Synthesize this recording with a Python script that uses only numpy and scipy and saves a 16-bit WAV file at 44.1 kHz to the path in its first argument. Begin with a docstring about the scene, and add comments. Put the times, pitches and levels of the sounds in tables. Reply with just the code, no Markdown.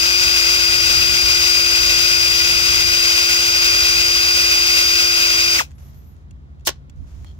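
"""In a yard, a handheld drill bores into a metal casting, close to a two-port microphone.
Its motor hums and whines in shaft-locked sines; noise and grains, shaped in tone, make the rasp.
It brakes to a halt with a howl of the gears and a dying tail. Then come rustles, ticks, a thin squeak,
a jolt and a rub, made of shaped noise, damped modes and a wavering sine.
Behind lie a far idling engine in low sines, and air and gusts in noise."""
import sys
import numpy as np
from scipy import signal
from scipy.fft import rfft, irfft
from scipy.io import wavfile

SR = 44100
rng = np.random.default_rng(int(sys.argv[2]) if len(sys.argv) > 2 else 0)


def int16_out(signal):
    """Quantize to a 16-bit WAV file."""
    q = np.round(np.clip(np.atleast_2d(signal).T, -1, 1) * 32767)
    wavfile.write(sys.argv[1], SR, q.astype(np.int16))


N = 325899
T = np.arange(N) / SR
HZ = np.fft.rfftfreq(N, 1 / SR)


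def amp(db):
    """Decibels to gain."""
    return 10 ** (np.asarray(db) / 20)


def unit(x):
    """Scales to rms 1."""
    return x / np.sqrt(np.mean(x ** 2) + 1e-20)


def noise_pair():
    """Independent white noise of rms 1 for each port."""
    return rng.standard_normal((2, N))


def curve(rows):
    """Columns of a time table at every sample."""
    s, *columns = np.transpose(rows)
    return np.array([np.interp(T, s, column) for column in columns])


def shape(rows):
    """Columns of a frequency table at every bin, interpolated over log frequency."""
    hz, *columns = np.transpose(rows)
    return np.array([np.interp(np.log(HZ + 1), np.log(hz), column) for column in columns])


def colour(x, gain):
    """Filters by a gain for every bin."""
    return irfft(rfft(x) * gain, N)


def drift(rate_hz):
    """Random modulation of rms 1: noise low-passed at the given rate."""
    return unit(colour(rng.standard_normal(N), 1 / (1 + (HZ / rate_hz) ** 4)))


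def causal(db):
    """Minimum-phase impulse response of energy 1 with the given colour: no sound before its onset."""
    bins_hz = abs(np.fft.fftfreq(4096, 1 / SR))
    log_gain = np.log(amp(np.maximum(np.interp(bins_hz, HZ, db), -90)))
    taps = np.fft.ifft(np.exp(signal.hilbert(log_gain).conj())).real[:2048]
    return taps / np.linalg.norm(taps)


def dying(start_s, t60_s):
    """Envelope that starts at once and falls 60 dB in t60_s."""
    return (T >= start_s) * np.exp(-np.log(1000) * np.maximum(T - start_s, 0) / t60_s)


def stroke(start_s, length_s, db, fade_db_per_s, attack_s, release_s):
    """Envelope that rises, fades slowly while it lasts, then dies away."""
    t = np.maximum(T - start_s, 0)
    rise = np.minimum(t / attack_s, 1)
    fade = amp(db - fade_db_per_s * np.minimum(t, length_s))
    return rise * fade * np.exp(-np.maximum(t - length_s, 0) / release_s)


def swell(middle_s, length_s):
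    """Smooth bump of height 1."""
    return np.exp(-(2 * (T - middle_s) / length_s) ** 2)


def tone(turns, left_db, right_db, lead_rad):
    """One partial as the two ports hear it; levels are rms."""
    angle = 2 * np.pi * turns
    left = amp(left_db) * np.sin(angle)
    right = amp(right_db) * np.sin(angle - lead_rad)
    return np.sqrt(2) * np.array([left, right])


# How noise reaches the two ports. Each row: frequency in Hz, likeness 0-1, left lead in rad.
PORT_LIKENESS = [(100, 0.9, -1.5), (495, 0.2, -0.05), (822, .5, 2.5), (1455, 0.82, 2.5), (1680, 0.89, 3.5),
                 (1828, 1, 4), (2020, 0.79, 4), (2550, .9, 4), (2990, 0.75, 4), (3560, .3, 6.5),
                 (4490, .5, 10), (5640, 0.1, 11), (6620, 0.3, 16), (8010, 0.3, 17.5), (12100, 0.35, 17),
                 (15000, 0.4, 16.5)]


def ports(a, b):
    """Two unrelated sounds become a port pair: partly alike, the right one shifted in phase."""
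    alike, lead_rad = shape(PORT_LIKENESS)
    alike = np.clip(alike, 0, 1)
    lag = np.exp(-1j * lead_rad)
    right = colour(a, alike * lag) + colour(b, np.sqrt(1 - alike ** 2) * lag)
    return np.array([a, right])


def reflect(pair, echo_db=-16, reach_s=.009, count=16):
    """Metal parts all around throw back early echoes, which comb the sound."""
    taps = np.zeros((2, SR // 20))
    at = (rng.uniform(.1, 1, (2, count)) * reach_s * SR).astype(int)
    np.put_along_axis(taps, at, rng.choice([-1., 1.], at.shape) / np.sqrt(count), 1)
    return pair + amp(echo_db) * signal.oaconvolve(pair, taps, axes=1)[:, :N]


# trigger let go: the motor coasts, then the brake grips; BRAKE_S is a time constant
RELEASE_AT_S, COAST_S, COAST_LOSS_PER_S, BRAKE_S = 5.565, .025, 1.6, .025


def released(delay_s=0):
    """Seconds since the trigger was let go, less a delay; zero before."""
    return np.maximum(T - RELEASE_AT_S - delay_s, 0)


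def braking():
    """Share of its speed that the motor keeps: a slow loss in coasting, a steep one under the brake."""
    return np.exp(-COAST_LOSS_PER_S * released() - released(COAST_S) / BRAKE_S)


def running(run_on_s=.038, fall_db_per_s=580):
    """Gain of the gear train: steady, running on for a moment after release, then falling away."""
    return amp(-fall_db_per_s * released(run_on_s))


def strain(lead_s=.009, attack_s=.011, hold_s=.03, fade_db_per_s=60, release_s=.0044):
    """Force of the brake on the gear teeth (0-1)."""
    return stroke(RELEASE_AT_S + COAST_S - lead_s, hold_s, 0, fade_db_per_s, attack_s, release_s)


# The hand leans harder (-) or eases off (+).
# Each row: middle in seconds, length in seconds, change of shaft speed in Hz before braking.
HAND_PUSHES = [(.28, .2, -.5), (2.72, .22, .7), (3.2, .4, -.55), (3.68, .28, .8), (3.9, .06, -1.1),
               (4.27, .1, .7), (4.81, .12, -1.3)]


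def shaft(free_hz=346.4, sag_hz=3.8, sag_s=3.7, wobble=.0006, sway=.0005):
    """Turns made by the motor: it sags under the hand, trembles as the bit cuts and sways."""
    speed_hz = free_hz - sag_hz * (1 - np.exp(-T / sag_s))
    speed_hz = speed_hz + sum(hz * swell(middle, length) for middle, length, hz in HAND_PUSHES)
    unsteady = 1 + wobble * drift(28) + sway * drift(8.3)
    return np.cumsum(speed_hz * braking() * unsteady) / SR


# Main whine under load, shifting between the ports as the drill leans.
# Each row: time in seconds, left level in dB, right level in dB, left lead in rad.
WHINE_PATH = [(0, -13.5, -25, .8), (1.3, -13, -22.5, 1.1), (2.8, -14.5, -23, 1.2), (3.05, -15, -20.7, 1),
              (4.6, -15, -18.5, 1.4), (5.55, -15.5, -19.5, 1.5)]


def whine(turns, flutter=.03, buzz=.091, wander_db=.32, fall_s=.007, idle_db=-15):
    """Whine of 14 cycles a turn; without load it collapses at once to a residue."""
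    sound = tone(14 * turns, *curve(WHINE_PATH))
    sound = sound * (1 + flutter * drift(40) + buzz * drift(280))
    sound = sound * amp(wander_db * np.array([drift(7), drift(7)]))
    driven = np.maximum(np.exp(-released() / fall_s), amp(idle_db))
    return sound * driven


# Shaft hum (first row) and gear tones (the others).
# Each row: multiple of the shaft, left level in dB, right level in dB, left lead in rad.
SHAFT_TONES = [(1, -34.1, -43.5, .1), (2, -41.7, -43.1, -3.0), (3, -53.7, -54.9, -3.0),
               (4, -42.5, -41.5, 2.9), (7, -31.5, -29.3, -2.2), (16.18, -35, -34, 1.6),
               (17, -33, -36.5, -1.8), (21, -40, -53.7, .1), (22, -47, -56, -1.5), (28, -52, -50, .1)]


def hum(turns):
    """Shaft imbalance sounds once a turn."""
    return tone(turns, *SHAFT_TONES[0][1:])


def gear_tones(turns, flutter=.44):
    """Partials locked to the shaft, each fluttering by itself."""
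    return sum(tone(k * turns, *row) * (1 + flutter * drift(30)) for k, *row in SHAFT_TONES[1:])


def howl(turns, level_db=-17, rough=.42, lead_rad=1.74):
    """The gear mesh, 7 a turn, howls roughly while the brake strains it."""
    sound = tone(7 * turns, level_db, level_db, lead_rad)
    return sound * strain() * (1 + rough * drift(400))


def motor(turns):
    """Whine and hum follow the square of speed, as imbalance does; the gears run on, then howl."""
    spin = braking() ** 2
    return (whine(turns) + hum(turns)) * spin + gear_tones(turns) * running() + howl(turns)


# Relative rasp spectrum. Each row: frequency in Hz, left gain in dB, right gain in dB.
RASP_COLOUR = [(59.7, -44, -42.5), (225, -18, -19), (390, -14, -13), (800, -8.5, -15), (1200, -5, -4),
               (1980, -3.5, -4.5), (3000, -5, -5), (4450, -5.5, -6.5), (6560, 0, -1.1), (7550, -8, -12),
               (9660, -16, -18), (11300, -11, -12.5), (15600, -15.5, -11)]
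# Peaks (+) and dips (-) in the rasp's tone.
# Each row: frequency in Hz, width in Hz, left gain in dB, right gain in dB.
RASP_PEAKS = [(523, 110, 6, -3), (960, 110, -1.5, -5), (1550, 300, 6, 2.5), (1770, 200, -10.5, -6.5),
              (1980, 220, 3, 3.5), (2530, 210, 6.5, 6), (2740, 750, 9.5, 6.5), (3080, 160, -3.5, 0),
              (3350, 290, 1.5, 1), (3915, 400, 6, 2.5), (4330, 350, -0.5, -3), (4750, 550, 7, 6.5),
              (5080, 120, 4.5, -1), (5340, 280, 3, -3), (5546, 210, 6, 7), (7660, 240, 3.5, 2.5),
              (7970, 180, -4, -6), (8290, 450, 7, -1), (9900, 300, -4, -2), (11000, 500, 3, 1),
              (12140, 350, -4, -3.5), (12520, 330, -2, 2.5), (13780, 750, -1, 3), (14800, 500, 3, 2.5)]


def rasp(turns, level_db=-16.0, grains_per_s=1500, spread_db=3.0, grain_share=.25,
         throb=.055, flicker_db=.54, chuck_db=.14, gear_ratio=20.45,
         load_db=.76, load_rate_hz=14, deepen_db_per_s=.07, brake_db=2.2):
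    """Fan air (noise) and tiny impacts of teeth and chips (grains), given echoes, peaks and dips."""
    grains = (rng.random((2, N)) < grains_per_s / SR) * rng.choice([-1, 1], (2, N))
    grains = grains * amp(spread_db * np.minimum(rng.exponential(1, (2, N)), 4))
    drive = np.sqrt(grain_share) * unit(grains) + np.sqrt(1 - grain_share) * noise_pair()
    # rubbing swells once a motor turn and once a chuck turn
    angle = 2 * np.pi * turns
    force = 1 + throb * np.cos(angle)
    force = force * amp(flicker_db * drift(100) + chuck_db * np.sin(angle / gear_ratio))
    peaks_db = sum(np.array([[left], [right]]) / (1 + (2 * (HZ - hz) / width) ** 2)
                   for hz, width, left, right in RASP_PEAKS)
    heard = reflect(ports(*(drive * force)))
    sound = unit(colour(heard, amp(shape(RASP_COLOUR) + peaks_db)))
    # uneven bite, load growing as the hole deepens, brake straining the gears
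    bite_db = load_db * drift(load_rate_hz)
    depth_db = deepen_db_per_s * (T - RELEASE_AT_S / 2)
    load = amp(bite_db + depth_db + brake_db * strain())
    return amp(level_db) * sound * load * running()


# Blows of chuck and bit against the hole. Each row: start in seconds, level in dB.
JOLT_BLOWS = [(6.672, -7), (6.6755, -11.5), (6.6794, -12), (6.6825, -15.5), (6.6877, -11.5), (6.692, -17),
              (6.703, -32)]
# Relative jolt spectrum. Each row: frequency in Hz, gain in dB.
JOLT_SPECTRUM = [(88, -51), (150, -17), (361, 1), (514, -5), (1100, -3), (1290, -13), (1450, -3),
                 (2020, -5.5), (2220, -8), (3220, -3), (4950, -5), (5460, -1), (9440, -16), (14200, -16),
                 (16000, -27)]
# Jolt balance, before each port is scaled to equal energy.
# Each row: frequency in Hz, left minus right in dB.
JOLT_BALANCE = [(60, 5), (110, 0), (200, 1.5), (380, -3), (700, 4), (1290, -9), (2380, -1), (4400, -6),
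                (8120, 2), (15000, -20)]


def blows(t60_s):
    """Noise bursts, one a blow, added in power."""
    power = sum((amp(db) * dying(start, t60_s)) ** 2 for start, db in JOLT_BLOWS)
    return np.sqrt(power) * noise_pair()


def wind_up(length_s=.021, end_db=-19.5, rise_db_per_s=1050, centre_hz=5600):
    """A short trigger blip winds the motor up ever louder until the first blow: band noise on a rising
    envelope."""
    early_s = JOLT_BLOWS[0][0] - T
    chatter = (early_s > 0) * (early_s < length_s) * amp(end_db - rise_db_per_s * abs(early_s))
    band = 1 / (1 + (HZ / centre_hz - centre_hz / (HZ + 1)) ** 2)
    return unit(colour(noise_pair(), band)) * chatter


def snap(level_db=-9, t60_s=.014, edge_hz=7000):
    """At the first blow steel meets steel: a bright high-passed burst."""
    bright = unit(colour(noise_pair(), HZ / np.hypot(HZ, edge_hz)))
    return amp(level_db) * bright * dying(JOLT_BLOWS[0][0], t60_s)


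def jolt(crack_t60_s=.019, grit_db=3.0, ring_db=-12, ring_t60_s=.085,
         tail_db=-29, tail_t60_s=.19, ring_edge_hz=5500):
    """The gear train takes up its slack in a quick rattle; the housing rings, the surroundings answer."""
    ring = amp(ring_db) * blows(ring_t60_s) + amp(tail_db) * blows(tail_t60_s)
    ring = colour(ring, 1 / np.sqrt(1 + (HZ / ring_edge_hz) ** 4))
    crack = blows(crack_t60_s) * unit(amp(grit_db * drift(900)))
    ports_db = shape(JOLT_SPECTRUM) + np.array([[.5], [-.5]]) * shape(JOLT_BALANCE)
    rattle = np.array([signal.oaconvolve(x, causal(db))[:N]
                       for x, db in zip(reflect(crack + ring), ports_db)])
    return wind_up() + rattle + snap()


# Light ticks of the resting bit.
# Each row: start in seconds, level in dB before the share is applied, share of dull knock 0-1.
BIT_TICKS = [(5.708, -46, 0.5), (5.716, -43, 0.5), (5.782, -45, 0.65), (5.945, -52, .9), (6.165, -56, .3),
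             (6.309, -46, .1), (6.596, -57.5, .02), (6.608, -58, .02), (6.897, -42, 0.15), (7.224, -54, .5),
             (7.246, -39.5, .95)]
# Damped modes of the bit. Each row: frequency in Hz, relative level in dB, t60 in seconds.
BIT_MODES = [(2780, -2, 0.011), (3420, -1, .008), (4500, 1, .005), (5720, -1, .009), (6800, 1, .009),
             (7810, -7, .008), (11500, -14, .004)]


def ticks(contact_t60_s=.022, knock_t60_s=.014, knock_hz=1800):
    """Brief scrapes of the bit ring its damped modes; the duller ones knock on the casting."""
    t = T[:SR // 10]
    ring = sum(amp(db - 60 * t / t60) * np.sin(2 * np.pi * hz * t) for hz, db, t60 in BIT_MODES)
    ring = ring / np.linalg.norm(ring)
    thud = causal(-10 * np.log10(1 + (HZ / knock_hz) ** 2))
    scrape = sum(amp(db) * (1 - dull) * dying(start, contact_t60_s) for start, db, dull in BIT_TICKS)
    knock = sum(amp(db) * dull * dying(start, knock_t60_s) for start, db, dull in BIT_TICKS)
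    bright_sound = signal.oaconvolve(scrape * noise_pair(), ring[None])[:, :N]
    dull_sound = signal.oaconvolve(knock * noise_pair(), thud[None])[:, :N]
    return bright_sound + dull_sound


def rub(start_s=7.248, length_s=.076, level_db=-54.5, fade_db_per_s=70, mode_hz=3250, width_hz=230,
        upper_hz=4250, upper_db=-8, slip_db=4, scrape_db=-18, scrape_hz=5000):
    """The bit rubs on the rim of the hole: uneven slips scrape and keep two of its modes singing."""
    slips = noise_pair() * amp(slip_db * drift(150))
    modes = sum(amp(db) / (1 + (2 * (HZ - hz) / width_hz) ** 2)
                for hz, db in [(mode_hz, 0), (upper_hz, upper_db)])
    scrape = amp(scrape_db) / (1 + (2 * (HZ / scrape_hz - 1)) ** 4)
    envelope = stroke(start_s, length_s, level_db, fade_db_per_s, attack_s=.008, release_s=.006)
    return unit(colour(slips, modes + scrape)) * envelope


def squeak(start_s=5.735, length_s=.385, level_db=-67, end_hz=11350, top_hz=12050,
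           waver=.014, fuzz=.022, flicker_db=4.5, attack_s=.02, release_s=.03):
    """A faint, fuzzy whistle high in the treble, its mean pitch one arch."""
    progress = np.clip((T - start_s) / (length_s + 2 * release_s), 0, 1)
    arch = np.sin(np.pi * progress ** 1.4)
    hz = (end_hz + (top_hz - end_hz) * arch) * (1 + waver * drift(45))
    pair = np.array([np.sin(2 * np.pi * np.cumsum(hz * (1 + fuzz * drift(600))) / SR) for _ in range(2)])
    envelope = stroke(start_s, length_s, level_db, 0, attack_s, release_s)
    return unit(pair) * amp(flicker_db * drift(20)) * envelope


# Soft noise: first the drill's last sound dying away in the yard, then rustles.
# Each row: start in seconds, length in seconds, level in dB, fade in dB per second.
TAIL_AND_RUSTLES = [(5.62, 0.13, -51, 118), (5.776, .45, -55.5, 33), (6.95, .44, -66.5, 2),
                    (7.061, 0.25, -59, 8)]
# Relative spectrum of the soft noise. 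Each row: frequency in Hz, gain in dB.
SOFT_SPECTRUM = [(200, -19), (600, 1), (1500, -4.5), (3000, -7.5), (4500, -9), (6600, -5.5), (8500, -18),
                 (12000, -16), (16000, -23)]


def tail_and_rustles(grain_db=1.0, attack_s=.012, release_s=.025):
    """Crinkled, coloured noise under envelopes added in power."""
    crinkle = noise_pair() * amp(grain_db * drift(200))
    power = sum(stroke(*row, attack_s, release_s) ** 2 for row in TAIL_AND_RUSTLES)
    return unit(colour(crinkle, amp(shape(SOFT_SPECTRUM)))) * np.sqrt(power)


# Far engine. Each row: frequency in Hz, level in dB.
ENGINE_TONES = [(58.5, -45), (70, -44), (81.6, -45.5), (128.3, -57), (140, -53)]


def engine(phase_waver_rad=.25, level_waver=.25):
    """Low sines idle far off, each wavering in phase and level."""
    idle = 0
    for hz, db in ENGINE_TONES:
        angle = 2 * np.pi * (hz * T + rng.random()) + phase_waver_rad * drift(1.5)
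        idle = idle + np.sqrt(2) * amp(db) * (1 + level_waver * drift(2.3)) * np.sin(angle)
    return idle


# Gusts on the microphone.
# Each row: middle in seconds, length in seconds, level in dB before the port gains.
WIND_GUSTS = [(.24, .1, -31), (1.05, .65, -28.5), (1.95, .45, -31), (2.65, .6, -30), (3.9, .55, -32.5),
              (7.01, .06, -31), (7.2, .12, -33.5)]


def wind(breeze_db=-49, left_gain_db=-7, right_gain_db=1, centre_hz=62, edge_hz=135):
    """Low band noise on the ports: gusts swell over a steady breeze."""
    band = 1 / np.sqrt(1 + (1.5 * (HZ / centre_hz - centre_hz / (HZ + 1))) ** 2)
    band = band / np.sqrt(1 + (HZ / edge_hz) ** 4)
    gust_power = sum(amp(db) ** 2 * swell(middle, length) for middle, length, db in WIND_GUSTS)
    level = np.sqrt(amp(breeze_db) ** 2 + gust_power)
    return unit(colour(noise_pair(), band)) * level * amp([[left_gain_db], [right_gain_db]])


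# Relative spectrum of the outdoor background. Each row: frequency in Hz, gain in dB.
AIR_COLOUR = [(15, -14.5), (40, -12), (100, -0.5), (190, -7), (290, -16), (500, -25), (800, -27.5),
              (1300, -29.5), (1650, -31.5), (2500, -39.5), (4000, -42), (5600, -48), (6900, -48.5),
              (8300, -57.5), (16000, -62.5)]


def air(level_db=-46):
    """Soft, steady outdoor noise, partly alike at the ports."""
    return amp(level_db) * unit(colour(ports(*noise_pair()), amp(shape(AIR_COLOUR))))


def scene():
    """The drill, the small noises after it and the yard around it."""
    turns = shaft()
    drill = motor(turns) + rasp(turns)
    afterwards = jolt() + ticks() + rub() + squeak() + tail_and_rustles()
    return drill + afterwards + engine() + wind() + air()


def record(dry, edge_hz=15760):
    """Clips at full scale, then low-passes steeply."""
    low_pass = signal.firwin(511, edge_hz, window=("kaiser", 9), fs=SR)
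    return signal.oaconvolve(np.clip(dry, -1, 1), low_pass[None], "same")


dry = scene()
out = record(dry)
int16_out(out)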